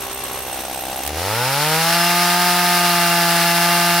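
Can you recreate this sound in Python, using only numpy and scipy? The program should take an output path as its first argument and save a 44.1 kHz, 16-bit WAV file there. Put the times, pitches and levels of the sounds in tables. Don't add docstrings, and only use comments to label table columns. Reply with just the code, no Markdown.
import sys
import numpy as np
from scipy import signal
from scipy.fft import rfft, irfft, next_fast_len
from scipy.io import wavfile
from scipy.ndimage import map_coordinates

SR = 44100
rng = np.random.default_rng(int(sys.argv[2]) if len(sys.argv) > 2 else 0)


def int16_out(signal):
    q = np.round(np.clip(np.atleast_2d(signal).T, -1, 1) * 32767)
    wavfile.write(sys.argv[1], SR, q.astype(np.int16))


N = 176400

# (time [s], firing rate [Hz])
CRANK_SPEED = [(0, 65.1), (0.55, 64.87), (0.8, 64.44), (1.02, 66.18), (1.1, 74.41), (1.155, 76.73),
               (1.25, 94.48), (1.38, 118.31), (1.5, 134.58), (1.65, 152.22), (1.8, 162.79), (1.95, 171.2),
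               (2.15, 174.33), (2.45, 177.0), (2.75, 176.1), (3.03, 172.38), (3.4, 170.54), (3.72, 172.96),
               (4, 172.05)]
# (time [s], firing note level [dB], bark level [dB])
EXHAUST_LEVELS = [(0,-52,-37),(.4,-50,-36.5),(.52,-52,-31.5),(.8,-51,-32),(1.02,-52,-29.5),(1.07,-40,-30.5),(1.14,-34,-29.5),(1.25,-34.5,-23),(1.4,-31,-24),(1.55,-32,-23),(1.75,-30,-19.5),(2,-26.5,-21),(2.5,-27,-20),(3.2,-25.5,-20.5),(4,-25.5,-20.5)]
# (time [s], level change [dB])
ODD_STROKES = [(.111,0),(.311,3),(.452,2),(.606,-4),(.621,-6),(.668,-14),(.73,-4),(.745,-11),(.792,-1),(.807,-14),(.991,-1),(1.021,-6),(1.036,-3)]
# (frequency [Hz], gain [dB])
MUFFLER_SOFT = [(60,-33),(130,-8),(195,-18),(260,-3.5),(325,-17),(390,4),(460,-5),(585,1.5),(660,-6),(780,4.5),(900,-5),(1110,4),(1250,-13),(3000,-17),(8000,-45)]
MUFFLER_FIRM = [(60,-20),(130,-8.5),(195,-9.5),(260,-10),(325,-0.5),(390,-21.5),(490,-3),(620,-0.5),(780,6),(880,-1.5),(1020,-15),(1400,-24),(3000,-16),(8000,-26.5)]
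MUFFLER_RUN_UP = [(70,-29),(150,-24),(210,-15),(320,-6),(410,-7),(470,4),(640,2.5),(730,-2.5),(860,13.5),(1080,-2.5),(1400,4.5),(1750,-10),(2200,-4),(3500,-9),(8000,-49)]
MUFFLER_LOADED = [(170,-54),(345,-2.5),(520,-26),(670,3),(890,4.5),(1040,-12),(1215,3.5),(1390,-5),(1560,-1.5),(1730,-1),(1900,-19.5),(2080,-3),(2450,-20.5),(2770,0),(3050,-19),(4500,-10.5),(8000,-33)]
# (order, unloaded gain [dB], loaded gain [dB])
NOTE_PARTIALS = [(1,3,-0.5),(2,-11.5,-29.5),(3,-17,-17.5),(4,-7,-8),(5,-6.5,-58),(6,-9.5,-28)]
# (frequency [Hz], relative level [dB], t60 [s])
LINK_MODES = [(2790,-13,.03),(3550,-14,.03),(4150,-13,.03),(5770,-13,.02),(8350,0,.04),(8500,-7,.014),(11260,-6,.014),(11390,1,.03),(12780,-8,.025),(14800,-3,.016)]
# (time [s], level [dB])
SNATCHES = [(1.035,-18),(1.05,-26),(1.064,-18),(1.076,-14.5),(1.092,-23),(1.105,-35)]
# (frequency [Hz], relative density [dB])
CLATTER_COLOUR = [(100,-7),(400,2.5),(1100,1),(1800,-2),(2400,-2.5),(2800,1),(3100,-4),(3600,-1),(4900,-8.5),(5800,-2.5),(7600,-9),(10000,-5),(13500,-13),(16000,-7)]
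YARD_COLOUR = [(20,-9),(50,3),(80,13.5),(130,10),(400,-20),(2000,-44),(16000,-49)]
SNATCH_COLOUR = [(200,-15),(2000,-1),(6000,-1),(8500,1),(16000,-0.5)]
RASP_COLOUR = [(100,-54),(450,-37),(600,-13.5),(720,-1.5),(900,3),(1060,-3.5),(1400,-3),(1750,-6),(2300,-5),(2800,-6.5),(3200,-9),(5000,-14),(7000,-20),(16000,-5)]
CHAIN_COLOUR = [(100,-24),(600,-8.5),(1500,2),(3200,-2.5),(3800,-1.5),(4600,-1),(5300,-1),(6300,-6.5),(7600,-7.5),(10200,-2.5),(11800,-7.5),(13500,-4.5),(16000,-22)]
# (time [s], level [dB])
RASP_LEVELS = [(0,-70),(1.1,-50),(1.18,-38),(1.3,-33),(1.4,-29.5),(1.6,-30),(1.9,-27),(2.2,-24.5),(2.6,-24),(3.2,-24.5),(4,-24.5)]
CHAIN_LEVELS = [(0,-66),(1.1,-39),(1.18,-28.5),(1.3,-25.5),(1.4,-24),(1.6,-21.5),(1.9,-19.5),(2.2,-19.5),(2.6,-19.5),(3.2,-19.5),(4,-19.5)]
# (time [s], lower one's level [dB], upper one's level [dB])
BAR_LEVELS = [(1.1,-54,-65),(1.4,-42,-41),(1.75,-44,-41),(1.92,-39,-32),(2.05,-29,-33),(2.17,-39,-33),(2.6,-42,-42),(3,-33.5,-41),(3.4,-38,-42),(3.8,-37,-42),(4,-40,-41)]
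# (frequency [Hz], correlation [-1 to 1])
MIC_LIKENESS = [(100,.99),(700,0.9),(1400,0.96),(2800,0.76),(5500,0.41),(9000,-.15),(14000,0.1)]
# (frequency [Hz], left minus right [dB])
MIC_BALANCE = [(100,1.43),(1400,0.47),(2800,-0.9),(5000,3.5),(7000,1),(10000,-2.5),(14000,-4)]

FIRM_S, FIRM_RISE_S = 0.36, 0.18
THROTTLE_S, THROTTLE_RISE_S = 1.053, 0.37
CLUTCH_S, CLUTCH_GRIP_S = 1.07, .035
BITE_S, BITE_RISE_S = 1.76, 0.13


def amp(db):
    return 10 ** (np.asarray(db) / 20)


def unit(x):
    return x / np.sqrt(np.mean(x ** 2) + 1e-20)


def along(points, hz):
    freqs, values = np.transpose(points)
    return np.interp(np.log(hz + 1), np.log(freqs + 1), values)


def curves(rows):
    times, *columns = np.transpose(rows)
    return [np.interp(np.arange(N) / SR, times, column) for column in columns]


def ramp(start, length):
    return np.clip((np.arange(N) / SR - start) / length, 0, 1)


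def wobble(rate):
    return map_coordinates(rng.standard_normal(N // 10), [np.arange(N) * rate / SR])


def filtered(x, response):
    size = next_fast_len(N + SR // 2)
    return irfft(rfft(x, size) * response(np.fft.rfftfreq(size, 1 / SR)), size)[..., :N]


def ring(x, colour, size=4096):
    cepstrum = irfft(np.log(amp(along(colour, np.fft.rfftfreq(size, 1 / SR)))))
    cepstrum[1:size // 2] *= 2
    cepstrum[size // 2 + 1:] = 0
    return signal.fftconvolve(x, irfft(np.exp(rfft(cepstrum))))[:N]


def pulses(times, sizes, order=8):
    at = times[:, None] * SR
    taps = np.floor(at).astype(int) + np.arange(1 - order, order + 1)
    weights = np.sinc(taps - at) * np.sinc((taps - at) / order) * sizes[:, None]
    inside = (taps >= 0) & (taps < N)
    return np.bincount(np.clip(taps, 0, N - 1).ravel(), (weights * inside).ravel(), N)


def spread(pair, colour):
    def response(hz):
        angle = np.arccos(np.clip(along(MIC_LIKENESS, hz), -1, 1)) / 2
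        return amp(along(colour, hz)) * [np.cos(angle), np.sin(angle)]
    mid, side = filtered(pair, response)
    return unit(np.array([mid + side, mid - side]))


def hiss(colour):
    return spread(rng.standard_normal((2, N)), colour)


def puffs(turns, depth, lag_turns=0.21):
    return unit(np.exp(depth * np.cos(2 * np.pi * (turns - lag_turns))))


def crank(waver=.0013, first_stroke_s=.004):
    speed = curves(CRANK_SPEED)[0] * (1 + waver * ramp(BITE_S, BITE_RISE_S) * wobble(rate=30))
    turns = np.cumsum(speed) / SR - first_stroke_s * speed[0]
    firings = np.interp(np.arange(int(turns[-1])), turns, np.arange(N) / SR)
    return speed, turns, firings


def muffler_smear(pops, delay_s=.0016, corner_hz=1500):
    def response(hz):
        return np.exp(-2j * np.pi * delay_s * (hz - corner_hz * np.arctan(hz / corner_hz)))
    return filtered(pops, response)


def exhaust_bark(speed, firings):
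    firm = ramp(FIRM_S, FIRM_RISE_S)
    throttle = ramp(THROTTLE_S, THROTTLE_RISE_S)
    load = ramp(BITE_S, BITE_RISE_S)
    opened = throttle[(firings * SR).astype(int)]
    scatter_db = 1.3 * (1 - opened) + .6 * opened
    jitter_s = .00012 * (1 - opened) + .000025 * opened
    size_draw, time_draw = rng.standard_normal((N // 100, 2))[:len(firings)].T
    size_db = scatter_db * size_draw
    for time, db in ODD_STROKES:
        size_db[np.argmin(abs(firings - time))] += db
    pops = muffler_smear(pulses(firings + jitter_s * time_draw, amp(size_db))) / np.sqrt(speed)
    states = [(MUFFLER_SOFT, 1 - firm), (MUFFLER_FIRM, firm * (1 - throttle)),
              (MUFFLER_RUN_UP, throttle * (1 - load)), (MUFFLER_LOADED, load)]
    bark = sum(share * unit(ring(pops, colour)) for colour, share in states)
    return amp(curves(EXHAUST_LEVELS)[1]) * bark


def firing_note(turns):
    load = ramp(BITE_S, BITE_RISE_S)
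    waves = sum(amp(free_db + (loaded_db - free_db) * load) * np.sin(2 * np.pi * round(order) * turns)
                for order, free_db, loaded_db in NOTE_PARTIALS)
    return -amp(curves(EXHAUST_LEVELS)[0]) * np.sqrt(2) * waves


def clatter(turns, level_db=-30, uneven_db=1.0, fade_s=0.95):
    beat = puffs(turns, depth=0.2) * amp(uneven_db * wobble(rate=55))
    return amp(level_db) * (1 - ramp(CLUTCH_S, fade_s)) * beat * hiss(CLATTER_COLOUR)


def chain_jingle(firings, level_db=-32.5, scatter_db=4, lag_s=.003, scrape_t60_s=0.026):
    slack = 1 - ramp(CLUTCH_S, CLUTCH_GRIP_S)
    shakes = firings[firings < CLUTCH_S]
    t = np.arange(SR // 10) / SR
    jingle = np.zeros((2, N))
    for hz, db, t60 in LINK_MODES:
        time_draw, size_draw = rng.standard_normal((len(shakes), 2)).T
        taps = pulses(shakes + lag_s * abs(time_draw), amp(scatter_db * size_draw))
        scrape = signal.fftconvolve(taps, amp(-60 * t / scrape_t60_s))[:N] * rng.standard_normal((2, N))
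        mode = np.sin(2 * np.pi * hz * t) * amp(-60 * t / t60)
        jingle += amp(db) * unit(signal.fftconvolve(scrape, mode[None], axes=1)[:, :N])
    return amp(level_db) * unit(jingle * slack) * np.sqrt(slack.mean())


def tree_echo(engine, gain_db=-15, t60_s=.16, low_cut_hz=700):
    thin = filtered(engine, lambda hz: hz / np.hypot(hz, low_cut_hz))
    t = np.arange(SR // 3) / SR
    tail = hiss([(100, 0), (16000, 0)])[:, :len(t)] * amp(-60 * t / t60_s)
    tail /= np.linalg.norm(tail[0])
    return amp(gain_db) * signal.fftconvolve(thin[None], tail, axes=1)[:, :N]


def yard(level_db=-52.5):
    return amp(level_db) * hiss(YARD_COLOUR)


def clutch(t60_s=0.023):
    times, db = np.transpose(SNATCHES)
    decay = amp(-60 * np.arange(SR // 20) / SR / t60_s)
    return signal.fftconvolve(pulses(times, amp(db)), decay)[:N] * hiss(SNATCH_COLOUR)


def gas_rasp(turns, flutter_db=1):
    level_db = curves(RASP_LEVELS)[0] + flutter_db * wobble(rate=70)
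    return amp(level_db) * puffs(turns, depth=0.18) * hiss(RASP_COLOUR)


def running_chain(turns, blows_per_s=1100, scatter_db=2.5, chip_t60_s=0.0025, flutter_db=0.52):
    blows = (rng.random(N) < blows_per_s / SR) * amp(scatter_db * rng.standard_normal(N))
    t = np.arange(SR // 100) / SR
    chips = signal.fftconvolve(blows, amp(-60 * t / chip_t60_s))[:N] * rng.standard_normal((2, N))
    chain = hiss(CHAIN_COLOUR) + amp(-8) * spread(chips, CHAIN_COLOUR)
    level_db = curves(CHAIN_LEVELS)[0] + flutter_db * wobble(rate=35)
    return amp(level_db) * puffs(turns, depth=0.05) * chain


def guide_bar(centres_hz=(2768, 5150), half_widths_hz=(42, 130), flicker_db=4.5):
    ringing = np.zeros(N)
    for centre, width, db in zip(centres_hz, half_widths_hz, curves(BAR_LEVELS)):
        tone = filtered(rng.standard_normal(N), lambda hz: 1 / (1 + ((hz - centre) / width) ** 2))
        ringing += amp(db + flicker_db * wobble(rate=14)) * unit(tone)
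    return ringing


def overtone_flare(turns, order=12, peak_s=1.39, width_s=0.077, level_db=-26.5, rough_db=1.0):
    swell = np.exp(-((np.arange(N) / SR - peak_s) / width_s) ** 2)
    tone = np.sqrt(2) * np.sin(2 * np.pi * order * turns)
    return amp(level_db + rough_db * wobble(rate=82)) * swell * tone


def scene():
    speed, turns, firings = crank()
    engine = exhaust_bark(speed, firings) + firing_note(turns) + overtone_flare(turns)
    echo = tree_echo(engine)
    rattles = clatter(turns) + chain_jingle(firings) + clutch()
    roar = gas_rasp(turns) + running_chain(turns) + guide_bar()
    return engine + echo + rattles + roar + yard()


def record(dry, top_hz=15800):
    sides = np.array([[.5], [-.5]])
    return filtered(dry, lambda hz: amp(along(MIC_BALANCE, hz) * sides) * (hz < top_hz))


dry = scene()
out = record(dry)
int16_out(out)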